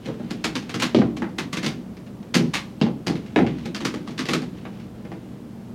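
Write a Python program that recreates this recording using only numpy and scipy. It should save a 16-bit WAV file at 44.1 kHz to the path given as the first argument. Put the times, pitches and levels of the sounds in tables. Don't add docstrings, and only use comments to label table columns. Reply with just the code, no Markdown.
import sys
import numpy as np
from scipy import signal
from scipy.fft import rfft, irfft, next_fast_len
from scipy.io import wavfile

SR = 44100
rng = np.random.default_rng(int(sys.argv[2]) if len(sys.argv) > 2 else 0)


def unload_wav(signal):
    wavfile.write(
        sys.argv[1],
        SR,
        np.round(np.clip(np.atleast_2d(signal).T, -1, 1) * 32767).astype(np.int16),
    )


N = 253134
RING = 32768

SNAP_HARDNESS_HZ, SNAP_REFERENCE_DB, HARDNESS_OCTAVES_PER_DB = 3750, -31.5, 0.01
FIRST_GIVE_S, FIRST_GIVE_DB = 0.0032, -11

# start in seconds, pipe click in relative dB,
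# table thump in relative dB.
JOINT_SNAPS = [(.059, -41, -29.5), (.308, -35, -25), (.4435, -23, -23.5), (.555, -27.5, -25),
               (.695, -35, -35), (.743, -29.5, -23), (.8, -28.5, -45), (.823, -21.5, -23.5),
               (.832, -28.5, -29), (1.169, -39, -26.5), (1.386, -26.5, -26.5), (1.5305, -29, -29.5),
               (1.571, -29, -25), (1.631, -32.5, -26), (1.645, -31, -25), (1.663, -26.5, -23.5),
               (2.344, -21, -22.5), (2.352, -22, -13), (2.5395, -24, -32.5), (2.554, -25, -44),
               (3.07, -27.5, -18.5), (3.156, -41.5, -38), (3.657, -37.5, -25), (3.748, -31, -32.5),
               (3.807, -36.5, -27.5), (3.852, -25, -22.5), (3.941, -37.5, -26.5), (4.076, -39.5, -31.5),
               (4.18, -34, -45), (4.192, -28, -24), (4.256, -34.5, -30), (4.288, -26.5, -23.5),
               (4.308, -31.5, -22), (4.335, -23, -21), (4.42, -42.5, -28.5)]


def joints(crack, pipes, table, click_db=30.5, thump_db=31, click_wet_db=5, thump_wet_db=2):
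    out = np.zeros(N + RING)
    for start_s, pipe_db, table_db in list(JOINT_SNAPS) + ticks():
        tail = office()
        octaves = HARDNESS_OCTAVES_PER_DB * (pipe_db - SNAP_REFERENCE_DB)
        hardness_hz = SNAP_HARDNESS_HZ * 2 ** octaves
        first_give = (FIRST_GIVE_S * rng.uniform(0.7, 1.3), FIRST_GIVE_DB, office())
        snap = (0, 0, tail)
        for lead_s, jerk_db, echoes in (first_give, snap):
            click = pipe_click(crack, pipes, echoes, click_wet_db)
            click = soften(click, hardness_hz, order=2)
            add(out, start_s - lead_s, from_db(pipe_db + jerk_db + click_db) * click)
        thump = in_room(strike(table, spread_db=1.5), tail, thump_wet_db)
        add(out, start_s, from_db(table_db + thump_db) * thump)
    return out[:N]


TICKS_PER_S, TICKS_END_S = 4.5, 4.9
TICK_DB, TICK_SPREAD_DB, TICK_THUMP_DB = -51.5, 5, -44.5


def ticks():
    count = int(TICKS_PER_S * TICKS_END_S)
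    when, size = rng.random((count, 2)).T
    start_s = (np.arange(count) + when) / TICKS_PER_S
    size_db = TICK_SPREAD_DB * (2 * size - 1)
    return list(zip(start_s, TICK_DB + size_db, TICK_THUMP_DB + size_db))


# start in seconds, pipe click in relative dB,
# table thump in relative dB, contact hardness in Hz, thump tilt in dB per octave.
FOOT_KNOCKS = [(0.086, -43, -30, 1200, 2), (0.199, -49, -28.5, 1470, -1), (.947, -27.5, -9.5, 3550, -1),
               (.962, -39, -12.5, 4200, -2.5), (.988, -39, -18.5, 4200, 1), (1.018, -36, -16.5, 2680, 3.5),
               (1.221, -32.5, -22, 2100, 2), (2.411, -48, -20, 3040, -6), (2.814, -29, -11.5, 3660, -1),
               (2.866, -44.5, -22, 3330, 1), (3.099, -47, -20, 4000, -1.5), (3.361, -22, -11, 2200, 1.5),
               (3.389, -31.5, -12.5, 2100, 2.5), (3.42, -40, -20.5, 2000, 2.5), (3.466, -35, -19, 2760, -3),
               (4.653, -41.5, -34, 2230, 7.5), (5.051, -49, -33.5, 2310, -2),
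               (5.118, -43.5, -33, 2200, 4.5)]


def feet(crack, pipes, table, click_db=31, thump_db=30.5, click_wet_db=3, thump_wet_db=-1):
    out = np.zeros(N + RING)
    octaves = np.log2(np.array(TABLE_TOP_MODES)[:, :1] / TABLE_TOP_MODES[0][0])
    for start_s, pipe_db, table_db, hardness_hz, tilt_db in FOOT_KNOCKS:
        tail = office()
        click = pipe_click(crack, pipes, tail, click_wet_db)
        click = soften(click, hardness_hz, order=3, grit_db=-24.5, bounce=0.24)
        thump = strike(table * from_db(tilt_db * octaves), spread_db=2.5, together=0.13)
        add(out, start_s, from_db(pipe_db + click_db) * click)
        add(out, start_s, from_db(table_db + thump_db) * in_room(thump, tail, thump_wet_db))
    return out[:N]


# frequency in Hz, relative level in dB.
CRACK_SPECTRUM = [(150, -7), (500, -7.5), (1000, 1), (1700, 2.5), (2700, 2.5), (4000, 3), (6000, 3),
                  (8000, -0.5), (11000, -2.5), (16000, -8.5)]


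def dry_crack():
    return pulse(CRACK_SPECTRUM)


# frequency in Hz, relative level in dB,
# 60 dB decay time in seconds.
PIPE_WALL_MODES = [(990, -22, 0.0082), (1117, -2.5, 0.028), (1250, -3.5, 0.026), (1450, -18, 0.032),
                   (1940, -4.5, 0.0066), (2096, 1, 0.038), (2680, -2.5, 0.016), (3020, -15, 0.03),
                   (4050, 2, 0.0081), (4340, 13.5, 0.005), (5500, 11, 0.0012), (6380, 9.5, 0.0089)]


def pipe_walls():
    return mode_shapes(PIPE_WALL_MODES)


# frequency in Hz, relative level in dB, 60 dB decay time in seconds.
TABLE_TOP_MODES = [(118, -25, 0.073), (136.5, -1.5, 0.15), (157.7, -1.5, 0.21), (175, -6, 0.22),
                   (195.8, 3.5, 0.13), (217.4, -2, 0.17), (243.8, 4.5, 0.16), (267.5, -4, 0.24),
                   (297.2, 3, 0.1), (327.3, 3.5, 0.11), (360.3, -1.5, 0.13), (413.5, -6.5, 0.14),
                   (445, -2.5, 0.071), (497, -1.5, 0.062), (553, -7, 0.075), (628, -2.5, 0.031),
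                   (722, -9, 0.045), (808, -2, 0.016), (816, -6, 0.043), (978, -15, 0.062)]


def table_top():
    return mode_shapes(TABLE_TOP_MODES)


def pipe_click(crack, pipes, tail, wet_db, ring_db=-5, room_ring_db=-14):
    ring = strike(pipes, spread_db=7.5)
    near = crack + from_db(ring_db) * ring
    direct = unit_energy(signal.fftconvolve(near, slips())[:RING])
    all_round = crack + from_db(room_ring_db) * ring
    diffuse = unit_energy(signal.fftconvolve(all_round, tail)[:RING])
    return direct + from_db(wet_db) * diffuse


def slips(spread_s=0.0016, follow_db=-7, count=9):
    force = np.zeros(RING // 8)
    later = (rng.exponential(1, count) * spread_s * SR).astype(int) + 1
    later = np.minimum(later, len(force) - 1)
    force[later] = from_db(follow_db) * (2 * rng.random(count) - 1)
    force[0] = 1
    return force


def soften(click, hardness_hz, order, grit_db=-28, grit_hz=7000, bounce=0, width_octaves=0.39):
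    hz = np.geomspace(100, SR / 2, 60)
    spring = 1 + bounce * np.exp(-(np.log2(hz / hardness_hz) / width_octaves) ** 2)
    grit = from_db(grit_db) ** 2 / (1 + (hz / grit_hz) ** 2) ** 2
    kept_power = spring / (1 + (hz / hardness_hz) ** (2 * order)) + grit
    contact = pulse(np.column_stack([hz, 10 * np.log10(kept_power)]))
    return unit_energy(signal.fftconvolve(click, contact)[:RING])


JUDDER_START_S, JUDDER_GAP_S, JUDDER_HZ, JUDDER_FALL_HZ, JUDDER_DB = 0.074, 0.013, 518, 45, -2.5


def judder(t60=0.053, wet_db=-3, count=3):
    out = np.zeros(N + RING)
    for k in range(count):
        leg = mode_shapes([(JUDDER_HZ - k * JUDDER_FALL_HZ, 0, t60)])[0]
        slip = in_room(leg, office(), wet_db)
        add(out, JUDDER_START_S + k * JUDDER_GAP_S, from_db(JUDDER_DB) * slip)
    return out[:N]


# frequency in Hz, relative level in dB,
# 60 dB decay time in seconds before the closing fade.
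SWAY_MODE = [(69.3, -25, 1.8)]


def table_sway(level_db=-5, give=0.95):
    out = np.zeros(N + RING)
    sway = mode_shapes(SWAY_MODE)[0] * np.linspace(1, 0, RING)
    for start_s, _, table_db, *_ in list(JOINT_SNAPS) + list(FOOT_KNOCKS):
        strength = 1 - 0.5 * rng.random()
        add(out, start_s, from_db(level_db + give * table_db) * sway * strength)
    return out[:N]


GRIP_ATTACK_S, GRIP_RELEASE_S, RESTING_DB = 0.032, 0.064, -65

# start in seconds, length in seconds,
# level in dB before the uneven catching.
GRIP_SHIFTS = [(.06, .025, -44), (.2, 0.87, -51), (2.15, 0.47, -64), (3.14, 0.46, -54), (3.48, 0.18, -48.5),
               (3.865, 0.44, -56), (4.546, 0.14, -54), (4.737, 0.085, -52), (4.95, 0.41, -59)]
# frequency in Hz, relative level in dB per Hz.
RUB_SPECTRUM = [(200, 9), (700, -0.5), (3000, 0), (6000, -12.5), (10000, -31), (16000, -31)]


def sleeves(grain_db=3, grain_s=0.003):
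    t = np.arange(N) / SR
    motion = from_db(RESTING_DB)
    for start_s, length_s, db in GRIP_SHIFTS:
        before = np.maximum(start_s - t, 0) / GRIP_ATTACK_S
        after = np.maximum(t - start_s - length_s, 0) / GRIP_RELEASE_S
        motion = np.maximum(motion, from_db(db) * np.exp(-(before + after)))
    catch = np.interp(t / max(grain_s, 1 / SR), np.arange(N), 2 * rng.random(N) - 1)
    return motion * from_db(grain_db * catch) * coloured_noise(RUB_SPECTRUM)


# frequency in Hz, 60 dB decay time in seconds.
ROOM_DECAY = [(80, 0.42), (250, 0.43), (600, 0.29), (1500, 0.2), (4000, 0.18), (8000, 0.16), (15000, 0.18)]


def office(build_s=0.00073, late_db=-24, late_t60=0.66, first_echoes_per_s=3200, mixing_s=0.075):
    t = np.arange(RING) / SR
    hz = np.fft.rfftfreq(RING, 1 / SR)
    density = np.clip(first_echoes_per_s / SR + (t / mixing_s) ** 2, 1 / SR, 1)
    echoes = rng.standard_normal(RING) * (rng.random(RING) < density) / np.sqrt(density)
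    tail = echoes * from_db(late_db - 60 * t / late_t60)
    spectrum = rfft(echoes)
    band_hz = np.array(ROOM_DECAY)[:, 0]
    for (_, t60), own in zip(ROOM_DECAY, np.eye(len(ROOM_DECAY))):
        band = at_hz(np.column_stack([band_hz, own]), hz)
        tail = tail + irfft(spectrum * band, RING) * np.exp(-np.log(1000) * t / t60)
    return unit_energy(tail * (1 - np.exp(-t / build_s)))


def in_room(sound, tail, wet_db):
    reflections = signal.fftconvolve(sound, tail)[:RING]
    return unit_energy(sound + from_db(wet_db) * reflections)


AIR_DB = -37

# frequency in Hz, relative level in dB per Hz.
AIR_SPECTRUM = [(15, -49), (25, -20.5), (92, -10.5), (114, -10.5), (149, -7), (190, 1), (249, -3),
                (270, -14), (301, -6), (335, -13.5), (384, -13), (560, -20.5), (1230, -31), (1840, -37),
                (16000, -53)]
# frequency in Hz, level in dB rms ahead of the microphone.
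FAN_HUM = [(119.5, -47.5), (240, -51)]


def ventilation():
    t = np.arange(N) / SR
    hum = 0
    for hz, db in FAN_HUM:
        hum = hum + from_db(db) * np.sqrt(2) * np.sin(2 * np.pi * (hz * t + rng.random()))
    return from_db(AIR_DB) * coloured_noise(AIR_SPECTRUM) + hum


def mode_shapes(modes):
    t = np.arange(RING) / SR
    return np.array([from_db(db - 60 * t / t60) * np.sin(2 * np.pi * hz * t) for hz, db, t60 in modes])


def strike(shapes, spread_db, together=0):
    count = len(shapes)
    signs = rng.choice([-1, 1], count) + together
    strengths = from_db(spread_db * rng.standard_normal(count))
    return unit_energy((strengths * signs) @ shapes)


def pulse(spectrum, size=1024):
    level = from_db(at_hz(spectrum, np.fft.rfftfreq(size, 1 / SR)))
    cepstrum = irfft(np.log(level))
    cepstrum[1:size // 2] *= 2
    cepstrum[size // 2 + 1:] = 0
    return np.pad(unit_energy(irfft(np.exp(rfft(cepstrum)))), (0, RING - size))


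def coloured_noise(spectrum):
    size = next_fast_len(N)
    shape = from_db(at_hz(spectrum, np.fft.rfftfreq(size, 1 / SR)))
    noise = irfft(rfft(rng.standard_normal(size)) * shape, size)[:N]
    return unit_energy(noise) * np.sqrt(N)


def at_hz(points, hz):
    known_hz, values = np.transpose(points)
    return np.interp(np.log(np.maximum(hz, 1)), np.log(known_hz), values)


def from_db(db):
    return 10 ** (np.asarray(db) / 20)


def unit_energy(x):
    return x / np.sqrt(np.sum(x ** 2) + 1e-20)


def add(out, start_s, sound):
    start = int(max(start_s, 0) * SR)
    out[start:start + len(sound)] += sound[:len(out) - start]


def scene(radiation_hz=118):
    bodies = dry_crack(), pipe_walls(), table_top()
    blows = joints(*bodies) + feet(*bodies) + judder()
    radiation = signal.butter(5, radiation_hz, "high", fs=SR, output="sos")
    blows = signal.sosfilt(radiation, blows)
    return (blows + table_sway() + sleeves() + ventilation())[None, :]


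CUTOFF_HZ = 16000


def record(dry, low_cut_hz=30):
    bass_loss = signal.butter(1, low_cut_hz, "high", fs=SR, output="sos")
    top_cut = signal.ellip(10, 0.1, 80, CUTOFF_HZ, fs=SR, output="sos")
    return signal.sosfilt(top_cut, signal.sosfilt(bass_loss, dry))


dry = scene()
out = record(dry)
unload_wav(out)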